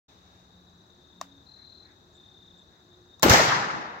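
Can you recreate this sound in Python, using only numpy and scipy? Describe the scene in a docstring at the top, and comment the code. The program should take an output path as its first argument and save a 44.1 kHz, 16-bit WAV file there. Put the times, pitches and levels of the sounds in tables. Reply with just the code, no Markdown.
"""Muzzleloader shot in a clearing.

Crickets trill over evening air and a far drone. The hammer is cocked and rings the lock; two seconds
later the trigger clicks, the cap snaps and the charge goes off. Gas rushes from the muzzle, the tree
line throws the blast back, and the echo rolls away, ever duller."""
import sys
import numpy as np
from scipy import signal
from scipy.fft import rfft, irfft
from scipy.io import wavfile

SR = 44100
rng = np.random.default_rng(int(sys.argv[2]) if len(sys.argv) > 2 else 0)


def digitize_waveform(pressure):
    """Quantize a signal to 16-bit integers and store it at the path in sys.argv[1].

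    Rows of a 2-D input are taken as channels; values are limited to [-1, 1].
    """
    field = np.atleast_2d(pressure).T
    bounded = np.clip(field, -1, 1)
    quanta = np.round(bounded * 32767).astype(np.int16)
    wavfile.write(sys.argv[1], SR, quanta)


N = 176400
T = np.arange(N) / SR
BIN_HZ = np.fft.rfftfreq(N, 1 / SR)


def from_db(db):
    """Decibels to gain."""
    return 10 ** (np.asarray(db) / 20)


def unit_rms(x):
    """Scale to unit power."""
    return x / np.sqrt(np.mean(x ** 2) + 1e-20)


def at_hz(points, hz):
    """Read a table on a log-frequency axis."""
    points_hz, values = np.transpose(points)
    return np.interp(np.log(np.maximum(hz, 1)), np.log(points_hz), values)


def pan(db):
    """Stereo gains for a left-minus-right level."""
    return from_db(np.array([[.5], [-.5]]) * db)


def drift(rate_hz):
    """Random wander below about rate_hz, unit RMS."""
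    return unit_rms(irfft(rfft(rng.standard_normal(N)) / (1 + (BIN_HZ / rate_hz) ** 2), N))


def envelope(start_s, attack_s, hold_s, t60_s):
    """Linear rise, hold, exponential fall."""
    rise = np.clip((T - start_s) / attack_s, 0, 1)
    falling_s = np.maximum(T - start_s - attack_s - hold_s, 0)
    return rise * np.exp(-np.log(1000) * falling_s / t60_s)


def swell(start_s, length_s):
    """Half-sine rise and fall."""
    return np.sin(np.pi * np.clip((T - start_s) / length_s, 0, 1))


def tone(hz):
    """Sine following a frequency track."""
    return np.sin(2 * np.pi * np.cumsum(hz) / SR)


def noise(spectrum):
    """Coloured stereo noise at the microphone pair, unit RMS."""
    # left-right likeness: (frequency [Hz], correlation [-1 to 1])
    likeness = [(30, 0.504), (65, 0.87), (130, 0.95), (350, 0.77), (680, 0.65), (880, -0.12), (1150, -0.54),
                (1400, -0.55), (1800, 0.059), (2700, 0.39), (3300, -0.44), (4200, -0.08)]
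    # balance: (frequency [Hz], left-right [dB])
    balance = [(50, -1.5), (150, -2), (350, -1), (600, -2), (1300, 2.5), (2400, 1.5), (4400, 3.5),
               (7500, -5.5), (15000, -1)]
    alike = at_hz(likeness, BIN_HZ)
    mid, side = rfft(rng.standard_normal((2, N)))
    stereo = np.sqrt(1 + alike) * mid + np.sqrt(1 - alike) * side * [[1], [-1]]
    colour = from_db(at_hz(spectrum, BIN_HZ)) * (BIN_HZ > 20)
    return unit_rms(irfft(stereo * pan(at_hz(balance, BIN_HZ)) * colour, N))


def narrow_noise(hz, width_hz):
    """Stereo noise in a Gaussian band, unit RMS."""
    band = np.exp(-.5 * np.minimum(((BIN_HZ - hz) / width_hz) ** 2, 100))
    real, imaginary = rng.standard_normal((2, 2, len(band)))
    return unit_rms(irfft((real + 1j * imaginary) * band, N))


def bands(x):
    """Overlapping bands that sum to x: (centre [Hz], signal)."""
    centres_hz = np.geomspace(50, 15000, 18)
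    spectrum = rfft(x)
    return [(hz, irfft(spectrum * np.interp(BIN_HZ, centres_hz, weights), N))
            for hz, weights in zip(centres_hz, np.eye(len(centres_hz)))]


def scatter(x, tail_db=-10, t60_s=0.65):
    """Add a diffuse tail from grass and leaves."""
    tail = rng.standard_normal((2, SR // 2)) * np.exp(-np.log(1000) * T[:SR // 2] / t60_s)
    tail /= np.sqrt(np.sum(tail ** 2) / 2)
    return x + from_db(tail_db) * signal.fftconvolve(x, tail, axes=1)[:, :N]


def air():
    """Steady evening air, mostly low rumble."""
    # (frequency [Hz], relative density [dB])
    spectrum = [(25, -19.5), (45, -11.5), (85, 0.5), (130, -6), (190, -6), (260, -9), (360, -8),
                (500, -14.5), (850, -13.5), (1700, -18.5), (2200, -30.5), (3200, -32), (4300, -24.5),
                (5500, -27.5), (7500, -29), (8200, -47.5), (15500, -38.5)]
    return from_db(-59.5) * pan(3.5) * noise(spectrum)


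def drone():
    """Far, wavering tones come and go."""
    # (start [s], length [s], pitch [Hz], level [dB])
    tones = [(0, 1.05, 182, -60), (1.05, .33, 182, -59.5), (2.25, .6, 182, -64), (.55, .8, 356, -66),
             (1.5, 1.2, 356, -65), (2.8, .38, 356, -60.5), (0, 4, 2556, -86)]
    waver_hz, flutter_db = 3.98, 2.2
    out = 0
    for start_s, length_s, hz, db in tones:
        hum = tone(hz + waver_hz * drift(8.9))
        out += hum * from_db(db + flutter_db * drift(4.1)) * swell(start_s, length_s)
    return out


def rustles():
    """Soft swells of midrange noise."""
    # (start [s], length [s], centre [Hz], level [dB])
    swells = [(1.54, 0.15, 1790, -68.5), (1.815, 0.16, 1810, -65.5), (2.69, .14, 1650, -68)]
    return sum(from_db(db) * swell(start_s, length_s) * narrow_noise(hz, width_hz=400)
               for start_s, length_s, hz, db in swells)


def bird():
    """Two thin, distant chips, each a raspy upward glide."""
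    # (start [s], length [s], start pitch [Hz], end pitch [Hz], level [dB])
    chips = [(2.125, 0.057, 6650, 7830, -66), (2.57, 0.036, 7460, 7560, -70)]
    rasp_hz = 220
    out = 0
    for start_s, length_s, start_hz, end_hz, db in chips:
        glide_hz = np.interp(T, [start_s, start_s + length_s], [start_hz, end_hz])
        out += from_db(db) * swell(start_s, length_s) * tone(glide_hz + rasp_hz * drift(900))
    return scatter(out * pan(0))


def far_crickets():
    """Distant trills merge into fluttering bands of noise."""
    # (centre [Hz], width [Hz], level [dB])
    chorus = [(3720, 90, -67), (3775, 276, -68)]
    flutter_db = 1
    return pan(5.5) * sum(narrow_noise(hz, width_hz) * from_db(db + flutter_db * drift(4.3))
                          for hz, width_hz, db in chorus)


def wing_strokes(hz, rate_hz, start_s=0, sag_hz=340, rasp_hz=60, sharpness=1.15,
                 jitter_cycles=0.022, uneven_db=0.2):
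    """One tone pulse per wing stroke, sliding down in pitch."""
    stroke = ((T - start_s) * rate_hz + jitter_cycles * drift(rate_hz / 2)) % 1
    carrier = tone(hz - sag_hz * (stroke - .5) + rasp_hz * drift(398))
    pulses = np.abs(np.sin(np.pi * stroke)) ** sharpness
    return carrier * pulses * from_db(uneven_db * drift(rate_hz / 2))


def near_insects():
    """Crickets trill in turn; a higher, slower insect ticks throughout."""
    # (start [s], length [s], pitch [Hz], stroke rate [Hz], level [dB], left-right [dB])
    trills = [(.5, .36, 3890, 37, -63, 0), (.98, .46, 3670, 36.5, -59, 7), (1.456, .42, 4080, 38.4, -50, 9),
              (2.14, .51, 3640, 36.3, -54, 4), (2.77, .045, 3680, 37, -62, 4),
              (2.9, .065, 3730, 37, -55, 4), (3.075, .095, 3730, 37, -55, 4)]
    edge_s = .02
    crickets = 0
    for start_s, length_s, hz, rate_hz, db, pan_db in trills:
        gate = np.clip(np.minimum(T - start_s, start_s + length_s - T) / edge_s, 0, 1)
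        crickets += from_db(db) * pan(pan_db) * gate * wing_strokes(hz, rate_hz, start_s)
    ticks = wing_strokes(hz=6150, rate_hz=23.7, sag_hz=900, rasp_hz=120, sharpness=12,
                         jitter_cycles=0.06, uneven_db=0)
    return scatter(crickets + from_db(-69) * ticks)


def jacket():
    """Cloth rustles as the rifle is raised."""
    # (time [s], level [dB])
    movement = [(0, -60), (.2, -67), (.4, -66), (.5, -76), (.8, -100)]
    # (frequency [Hz], relative density [dB])
    spectrum = [(150, -40), (700, 3), (2000, -6), (3000, -8), (6500, -8), (9000, -29), (15000, -25.5)]
    return from_db(np.interp(T, *np.transpose(movement))) * noise(spectrum)


def woods():
    """Countless trunks return the blast as a lumpy roll; the midrange lasts longest."""
    # (frequency [Hz], relative density [dB])
    spectrum = [(32, -25), (52, 0), (90, -0.5), (145, 1.5), (220, -5), (400, -3.5), (600, -3.5), (830, 2),
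                (1030, 0), (1250, 0.5), (1550, -2), (1900, 0), (2400, -6), (3300, -7), (5800, -6),
                (7500, -10.5), (9300, -33.5), (11500, -20), (15500, -22.5)]
    # (frequency [Hz], t60 [s])
    decay = [(50, 0.19), (150, 1.25), (400, 1.49), (800, 1.5), (1300, 1.735), (2500, 1.124), (5500, 0.88),
             (8000, 0.65), (14000, 0.4)]
    lumps_db = 0.5 * drift(46)   # common to all bands
    out = 0
    for hz, band in bands(noise(spectrum)):
        fade = envelope(3.293, attack_s=0.0049, hold_s=0.022, t60_s=at_hz(decay, hz))
        patches_db = 0.94 * drift(16.5)
        out += band * fade * from_db(lumps_db + patches_db)
    return from_db(-13.5) * pan(1.5) * out


def tree_stands():
    """Stands of trees return swells of the blast, each in its own register."""
    # (start [s], length [s], centre [Hz], width [Hz], level [dB])
    swells = [(3.311, .012, 1700, 348, -16.5), (3.336, 0.024, 1840, 250, -17.5),
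              (3.338, 0.015, 840, 110, -15.5), (3.387, 0.019, 647, 110, -18),
              (3.475, .065, 1470, 400, -28.5), (3.513, .028, 1360, 350, -21),
              (3.601, .075, 1410, 383, -30.5), (3.712, .12, 260, 109.6, -42)]
    return sum(from_db(db) * swell(start_s, length_s) * narrow_noise(hz, width_hz)
               for start_s, length_s, hz, width_hz, db in swells)


def echoes():
    """Larger surfaces return short, dulled slaps."""
    # (time [s], level before low-pass [dB], cutoff [Hz], left-right [dB])
    reflections = [(3.261, -5.5, 890, 11), (3.2835, -10, 2480, -4), (3.296, -13.5, 12100, -3),
                   (3.335, -7, 4900, 3), (3.403, -16, 3020, 2)]
    # (frequency [Hz], relative density [dB])
    spectrum = [(50, -16), (150, 0), (500, 3.5), (1250, -5.5), (2500, -9), (6500, 1.5), (9300, -34),
                (12000, -4), (15500, -8.5)]
    out, source = 0, noise(spectrum)
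    for start_s, db, cutoff_hz, pan_db in reflections:
        slap = source * envelope(start_s, attack_s=0.00033, hold_s=0.0012, t60_s=0.029)
        lowpass = signal.butter(2, cutoff_hz, fs=SR, output="sos")
        out += from_db(db) * pan(pan_db) * signal.sosfilt(lowpass, slap + 1e-18)
    return out


def ring(start_s, hz, build_s):
    """A mode builds to height 1 while the parts slide home, then is quickly damped."""
    t = T[:SR // 20]
    shape = (t / build_s) ** 2 * np.exp(2 * (1 - t / build_s))
    return np.pad(shape * np.sin(2 * np.pi * hz * t), (int(start_s * SR), N))[:N]


def lock():
    """Hammer and trigger ring lock and stock; the mainspring rings on after cocking."""
    # (time [s], level [dB], tilt about 1 kHz [dB/octave], left-right [dB])
    clicks = [(1.2126, -25, 0, 5.5), (3.196, -49.5, 2.5, 6)]
    # lock and stock: (frequency [Hz], relative level [dB], build-up [s])
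    modes = [(696, -7.5, 0.0023), (1083, -1, 0.0019), (1810, -12.5, 0.0017), (2650, -19, .0013),
             (3830, -8, 0.00089), (4700, -14.5, .0011), (5630, -9.5, 0.0014), (6285, -16.5, 0.0016),
             (6830, -10, 0.0011), (7340, -18, .0011), (8400, -18.5, .0008), (10900, -23, .0008),
             (14000, -20, .0005)]
    # scatter off the ground: (frequency [Hz], relative density [dB])
    tail_spectrum = [(300, -13), (700, 3.5), (1200, 6), (2500, -5), (4000, -3), (7300, -7), (9000, -22),
                     (15000, -16.5)]
    spring_hz, spring_db, tail_relative_db = 277.5, -57, -20.5
    ringing, tail = 0, 0
    for start_s, db, tilt_db, pan_db in clicks:
        for k, (hz, mode_db, build_s) in enumerate(modes):
            gain = from_db(db + mode_db + tilt_db * np.log2(hz / 1000))
            ringing += (-1) ** k * gain * pan(pan_db) * ring(start_s, hz, build_s)
        fade = envelope(start_s, attack_s=0.00033, hold_s=.001, t60_s=0.17)
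        tail += from_db(db + tail_relative_db) * fade
    cocked_s = clicks[0][0]
    spring = from_db(spring_db) * np.sin(2 * np.pi * spring_hz * T)
    spring *= envelope(cocked_s, attack_s=0.0049, hold_s=0.17, t60_s=0.3)
    return ringing + spring + tail * noise(tail_spectrum)


def cap():
    """The percussion cap snaps just ahead of the charge."""
    # (frequency [Hz], relative density [dB])
    spectrum = [(200, -24), (1100, -1), (2500, -22), (5600, -2), (7500, -6), (9500, -22), (15000, -17)]
    snap = envelope(3.2243, attack_s=0.00028, hold_s=0.001, t60_s=0.0071)
    return from_db(-22.5) * pan(11.5) * noise(spectrum) * snap


def boom():
    """The gas cloud thumps, and more thumps come back along the ground."""
    # (time [s], pitch [Hz], level [dB], t60 [s])
    thumps = [(3.2288, 130, -22.5, .06), (3.248, 320, -10.5, 0.036), (3.259, 100, -20, .065),
              (3.278, 193, -20, .11), (3.306, 90, -12, 0.057), (3.329, 253, -17.5, .06)]
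    waver = 0.115   # fraction of pitch
    out = 0
    for start_s, hz, db, t60_s in thumps:
        thump = tone(hz * (1 + waver * drift(hz)) * (T > start_s))
        out += from_db(db) * thump * envelope(start_s, attack_s=0.0049, hold_s=0, t60_s=t60_s)
    return out


def shot(start_s=3.229):
    """The muzzle blast cracks and loses its treble first; gas rushes out after it."""
    # (frequency [Hz], relative density [dB])
    blast_spectrum = [(50, -18.5), (200, -3), (400, -1.5), (850, 2.5), (1400, 0.5), (2400, -7.5),
                      (4000, -4.5), (7000, -5.5), (9200, -25), (12000, -15), (15500, -11)]
    # (frequency [Hz], t60 [s])
    blast_decay = [(100, 0.19), (700, 0.12), (2000, 0.097), (6000, 0.038), (14000, 0.085)]
    # gas and its scatter off the ground: (frequency [Hz], relative density [dB])
    rush_spectrum = [(30, -35), (60, -2), (180, -11), (310, 2.5), (600, -5), (1300, -4), (2600, -13.5),
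                     (6500, -18.5), (8000, -20.5), (9300, -45.5), (11500, -26.5), (15500, -30)]
    blast = sum(band * envelope(start_s, attack_s=0.00028, hold_s=0.0024, t60_s=at_hz(blast_decay, hz))
                for hz, band in bands(noise(blast_spectrum)))
    rush = noise(rush_spectrum) * envelope(start_s, attack_s=0.018, hold_s=0.046, t60_s=0.29)
    return pan(2.5) * (from_db(-9.5) * blast + from_db(-19.5) * rush)


def scene():
    """The rifle, its echoes and the clearing."""
    rifle = lock() + cap() + shot() + boom()
    reflections = woods() + tree_stands() + echoes()
    wildlife = near_insects() + far_crickets() + bird()
    return rifle + reflections + wildlife + air() + jacket() + rustles() + drone()


def record(dry):
    """Brief opening silence, soft-clipped peaks, steep low-pass."""
    start_s, fade_s, ceiling, stopband_hz = 0.081, 0.009, 0.9, 16800
    fade_in = np.clip((T - start_s) / fade_s, 0, 1)
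    clipped = ceiling * np.tanh(dry / ceiling)
    lowpass = signal.cheby2(16, 70, stopband_hz, fs=SR, output="sos")
    return signal.sosfilt(lowpass, fade_in * clipped)


dry = scene()
out = record(dry)
digitize_waveform(out)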